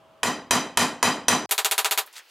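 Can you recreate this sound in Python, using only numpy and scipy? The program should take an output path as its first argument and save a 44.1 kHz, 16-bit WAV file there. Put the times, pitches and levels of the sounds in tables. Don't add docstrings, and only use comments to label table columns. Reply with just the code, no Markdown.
import sys
import numpy as np
from scipy import signal
from scipy.fft import rfft, irfft, next_fast_len
from scipy.io import wavfile
from scipy.ndimage import uniform_filter1d, map_coordinates

SR = 44100
rng = np.random.default_rng(int(sys.argv[2]) if len(sys.argv) > 2 else 0)


def voltage_ratio(decibels):
    exponent = np.asarray(decibels, float) / 20
    return 10 ** exponent


def to_wav(sig):
    pcm = np.clip(np.atleast_2d(sig), -1, 1) * 32767
    pcm = np.round(pcm).astype(np.int16)
    wavfile.write(sys.argv[1], SR, pcm.T)


N = 101430
SPEED = 4
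GAP_START_S, GAP_END_S = 1.4592, 1.4922
LATE_S = 0.00078


def unit(x):
    return x / np.sqrt(np.mean(x ** 2) + 1e-20)


def along(points, hz):
    f, value = np.transpose(points)
    return np.interp(np.log(hz + 1), np.log(f + 1), value)


def colour(x, points, tilt_db=0):
    length = x.shape[-1]
    padded = next_fast_len(length + 4096)
    hz = np.fft.rfftfreq(padded, 1 / SR)
    curve_db = along(points, hz) + tilt_db * np.log2((hz + 300) / 2300) / 2
    return irfft(rfft(x, padded) * voltage_ratio(curve_db), padded)[..., :length]


def soft_ceiling(x, ceiling):
    return x / (1 + (x / ceiling) ** 4) ** (1 / 4)


def crack(noise, bright_db, t):
    # frequency in Hz, level in dB per Hz.
    crack_colour = [(88, -48), (150, -17.5), (934, 5.5), (4510, -10.5), (5820, -7), (10900, -10.5),
                    (16500, -46.5)]
    decay = voltage_ratio(-60 * t / 0.015) + 0.91 * voltage_ratio(-60 * t / 0.014)
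    rise = 1 - np.exp(-t / 0.00027)
    return unit(colour(noise[:, ::-1], crack_colour, bright_db)) * voltage_ratio(-5) * decay * rise


def ring(modes, t, smear_hz, clean, build_s):
    longest_s = 0.42
    out = np.zeros(len(t))
    for hz, db, t60 in modes:
        sway = [map_coordinates(k, [t * smear_hz]) for k in rng.standard_normal((2, 128))]
        phase = 2 * np.pi * hz * t
        fade = voltage_ratio(db + rng.normal(0, 2.6) - 60 * t / min(t60, longest_s))
        out += fade * ((clean + sway[0]) * np.sin(phase) + sway[1] * np.cos(phase))
    return out * (1 - np.exp(-t / build_s))


def stump(t):
    # frequency in Hz, level in dB, t60 in seconds.
    stump_modes = [(104.7, -17, .45), (154.5, -14.5, .45), (188.5, -3, 0.28), (247.6, -6.5, .42),
                   (299, -9, 0.3), (338.6, -5.5, .3), (423.6, -16, 0.32), (477, -8.5, 0.23),
                   (693, -15.5, 0.33), (731, -17, 0.42), (803.6, -14.5, 0.37), (1031, -25, 0.39),
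                   (1029.3, -7.5, 0.37), (1165, -14, 0.46)]
    return voltage_ratio(-15.5) * ring(stump_modes, t, smear_hz=30, clean=1.3, build_s=0.019)


def tinted(noise, modes):
    lift_db, half_width_hz = 7, 110
    hz = np.fft.rfftfreq(noise.shape[1], 1 / SR)
    peaks = sum(1 / (1 + ((hz - centre) / half_width_hz) ** 2) for centre, *_ in modes)
    return irfft(rfft(noise) * (1 + voltage_ratio(lift_db) * peaks), noise.shape[1])


def tail(noise, spectrum, tilt_db):
    # frequency in Hz, t60 in seconds.
    shop_t60 = [(60, 0.97), (250, 0.61), (1000, 0.42), (3000, 0.38), (8000, .3), (15000, .2)]
    hz, s, z = signal.stft(unit(colour(noise, spectrum, tilt_db)), SR, nperseg=256)
    fade = voltage_ratio(-60 * s / along(shop_t60, hz)[:, None])
    return signal.istft(z * fade, SR, nperseg=256)[1][:, :noise.shape[1]]


def room_answer(noise, anvil, bright_db, t):
    # frequency in Hz, level in dB per Hz.
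    thud = [(40, -54), (90, -27), (250, 0.5), (500, -1.5), (1000, 5), (2500, -10), (6000, -12.5),
            (12000, -19), (16500, -35)]
    return tail(tinted(noise, anvil), thud, bright_db) * voltage_ratio(-7) * (1 - np.exp(-t / 0.0014))


def blows(rows, anvil, size):
    # frequency in Hz, level in dB.
    same = [(100, 0), (1000, -1), (4000, -9)]
    fresh = [(100, -14), (1000, -7), (4000, -.5)]
    duck_db, duck_s, recover_s = 9, 0.013, 0.046
    out, duck = np.zeros((2, size + SR)), np.zeros(size + SR)
    t = np.arange(SR * 3 // 4) / SR
    walls = colour(rng.standard_normal((2, len(t))), same)
    stand = stump(t)
    for s, db, bright_db, ring_db in rows:
        noise = walls + colour(rng.standard_normal((2, len(t))), fresh)
        strike = crack(noise, bright_db, t)
        room = room_answer(noise, anvil, bright_db, t)
        steel = voltage_ratio(ring_db - 19.5) * ring(anvil, t, smear_hz=100, clean=0.5, build_s=0.00017)
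        steel_pair = [steel, np.roll(steel, SR // 100)]
        i = max(round(s * SR), 0)
        out[:, i:i + len(t)] += voltage_ratio(db) * (strike + room + stand + steel_pair)
        duck[i:i + len(t)] = np.clip(t / duck_s, 0, 1) * np.clip(1 - t / recover_s, 0, 1)
    return out[:, :size], voltage_ratio(-duck_db * duck[:size])


def shift(size):
    # start in seconds, level in dB, centre in Hz, as heard sped up.
    ticks = [
        (2.0623, -39.5, 11900),
        (2.074, -45, 1390),
        (2.128, -47, 6000),
        (2.156, -46, 2500),
        (2.165, -37.5, 3470),
        (2.194, -42, 1850),
    ]
    # time in seconds, level in dB.
    scrape_level = [
        (2.12, -76),
        (2.135, -45),
        (2.155, -44),
        (2.172, -38.5),
        (2.19, -38),
        (2.22, -68),
        (2.26, -85),
        (2.3, -51),
    ]
    # frequency in Hz, level in dB per Hz.
    scrape_colour = [(60, -40), (130, -5), (250, 6), (800, 8.5), (2000, 5.5), (4000, -4)]
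    out = np.zeros((2, size + SR))
    t = np.arange(size) / SR / SPEED + GAP_END_S
    length = SR // 2
    snap = 1 + 1.1 * voltage_ratio(-60 * np.arange(length) / SR / 0.02)
    for s, db, hz in ticks:
        c = hz / SPEED
        tick_colour = [(c / 5, -25), (c, 0), (c * 3, -10), (c * 12, -40)]
        knock = tail(rng.standard_normal((2, length)), tick_colour, 0)
        i = round((s - GAP_END_S) * SPEED * SR)
        out[:, i:][:, :length] += voltage_ratio(db) * knock * snap
    rubbing = rng.standard_normal((2, size))
    roughness_db = 2.8 * unit(uniform_filter1d(rng.standard_normal(size), size=200))
    grit = unit(colour(rubbing * voltage_ratio(roughness_db), scrape_colour))
    return out[:, :size] + grit * voltage_ratio(np.interp(t, *np.transpose(scrape_level)))


def stereo(pair, extra_db):
    # frequency in Hz, side over mid in dB.
    width = [(100, -36), (400, -30), (1200, -29), (2500, -19), (5000, -16.5), (10000, -14), (14000, -20)]
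    side = colour(pair[1], width) * voltage_ratio(extra_db)
    return np.array([pair[0] + side, pair[0] - side])


def air(size, spectrum, db, side_db):
    mid, side = unit(colour(rng.standard_normal((2, size)), spectrum))
    return voltage_ratio(db) * (mid + voltage_ratio(side_db) * np.array([side, -side]))


def hum():
    # frequency in Hz, level in dB.
    hum_tones = [(645, -60), (565, -69), (813, -72)]
    t = np.arange(N) / SR
    return sum(voltage_ratio(db + 3) * np.sin(2 * np.pi * hz * t) for hz, db in hum_tones) * (t < 0.4)


def normal_speed():
    # start in seconds, peak in dB, brightness in dB, ring in dB.
    slow_blows = [
        (0.231, -9.5, -0.5, -0.5),
        (0.508, -6.5, 1, -0.5),
        (0.772, -5.5, 2, -6.5),
        (1.027, -6, 0, -2.5),
        (1.282, -5.5, 0.5, -2),
    ]
    # frequency in Hz, level in dB, t60 in seconds.
    hot_anvil = [(1924, -20, 0.1), (2500, 3.5, 0.14), (3105, -4, 0.45), (3950, -4.5, 0.37),
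                 (4910, -8.5, 0.5), (6000, 4, .3), (7010, -0.5, 0.26), (7470, -12, 0.14),
                 (8200, -2.5, 0.15), (9460, 3, 0.092), (10420, -17, 0.083), (10870, -20.5, 0.083),
                 (12030, -36, 0.276), (13800, -30, .15)]
    # frequency in Hz, level in dB per Hz.
    slow_air = [(24, -60), (45, -14.5), (250, -14.5), (640, -16), (1100, -12.5), (2000, -28), (3000, -23.5),
                (4200, -33), (16000, -47)]
    hits, gain = blows(np.add(slow_blows, [LATE_S, 0, 0, 0]), hot_anvil, N)
    mix = stereo(hits, 0) + air(N, slow_air, -58.5, -8) + hum()
    return mix * gain * (np.arange(N) < GAP_START_S * SR)


def four_times_as_fast():
    # start in seconds, peak in dB, brightness in dB, ring in dB.
    fast_blows = [
        (1.51, -4, 0.5, 2.5),
        (1.579, -5, -5, -1.5),
        (1.646, -3.5, -1.5, 2),
        (1.711, -5, -3, 6.5),
        (1.779, -4, -4.5, 3.5),
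        (1.845, -4.5, -6, 2),
        (1.91, -5, -3, 4),
        (1.975, -4.5, -4, 4.5),
    ]
    # frequency in Hz, level in dB, t60 in seconds.
    cool_anvil = [(1750, -25, 0.78), (2124, -29, 0.2), (2000, -32, 0.26), (2455, -0.5, 0.5),
                  (2640, -6.5, 0.52), (2996, 2, 0.56), (3350, -20, 0.45), (3200, -13, 0.7),
                  (3520, -29, 0.28)]
    # frequency in Hz, level in dB.
    fast_tone = [(40, 1), (120, -14.5), (250, -5.5), (380, 1), (20000, -4)]
    # frequency in Hz, level in dB per Hz.
    fast_air = [(24, -70), (80, -24.5), (200, -20), (640, -18), (1100, -17.5), (2000, -30), (3000, -29),
                (4200, -28), (16000, -60)]
    earlier_s = 1.4425
    length = N - round(GAP_END_S * SR)
    size = length * SPEED
    lead = round((GAP_END_S - earlier_s) * SPEED * SR)

    def faster(x):
        return colour(signal.resample_poly(x, 1, SPEED, axis=1)[:, :length], fast_tone)

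    all_blows = [(earlier_s, *fast_blows[0][1:]), *fast_blows]
    rows = [((s + LATE_S - earlier_s) * SPEED, *rest) for s, *rest in all_blows]
    hits, gain = blows(rows, cool_anvil, size + lead)
    hits, gain = hits[:, lead:], gain[lead:]
    work = soft_ceiling(faster(hits * gain + shift(size)), 0.42)
    return stereo(work, -9.5) + faster(air(size, fast_air, -55.5, -11.5) * gain)


def scene():
    out = normal_speed()
    out[:, round(GAP_END_S * SR):] = four_times_as_fast()
    return out


def roll_off(x):
    return signal.sosfilt(signal.butter(12, 17000, fs=SR, output="sos"), x)


def record(dry):
    # frequency in Hz, level in dB.
    sound_band = [(20, -14), (45, -7), (90, 0), (15800, 0), (16300, -18), (17000, -30), (17200, -90)]
    side_kept_db, side_luck_db = -29.5, 6.5
    left, right = colour(soft_ceiling(dry, 0.56), sound_band)
    mid = (left + right) / 2
    z = signal.stft([mid, (left - right) / 2], nperseg=2048)[2]
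    bands = np.abs(z[:, :1024]).reshape(2, 64, 16, -1).mean(axis=2)
    level = np.repeat(bands, 16, axis=1)
    luck_db = side_luck_db * np.repeat(rng.standard_normal(bands[0].shape), 16, axis=0)
    side_db = 20 * np.log10(level[1] / (level[0] + 1e-12) + 1e-9)
    kept = np.clip(side_db - side_kept_db + luck_db, 0, 1)
    side = signal.istft(np.pad(z[1, :1024] * kept, ((0, 1), (0, 0))), nperseg=2048)[1][:N]
    return roll_off(mid + np.array([side, -side]))


dry = scene()
out = record(dry)
to_wav(out)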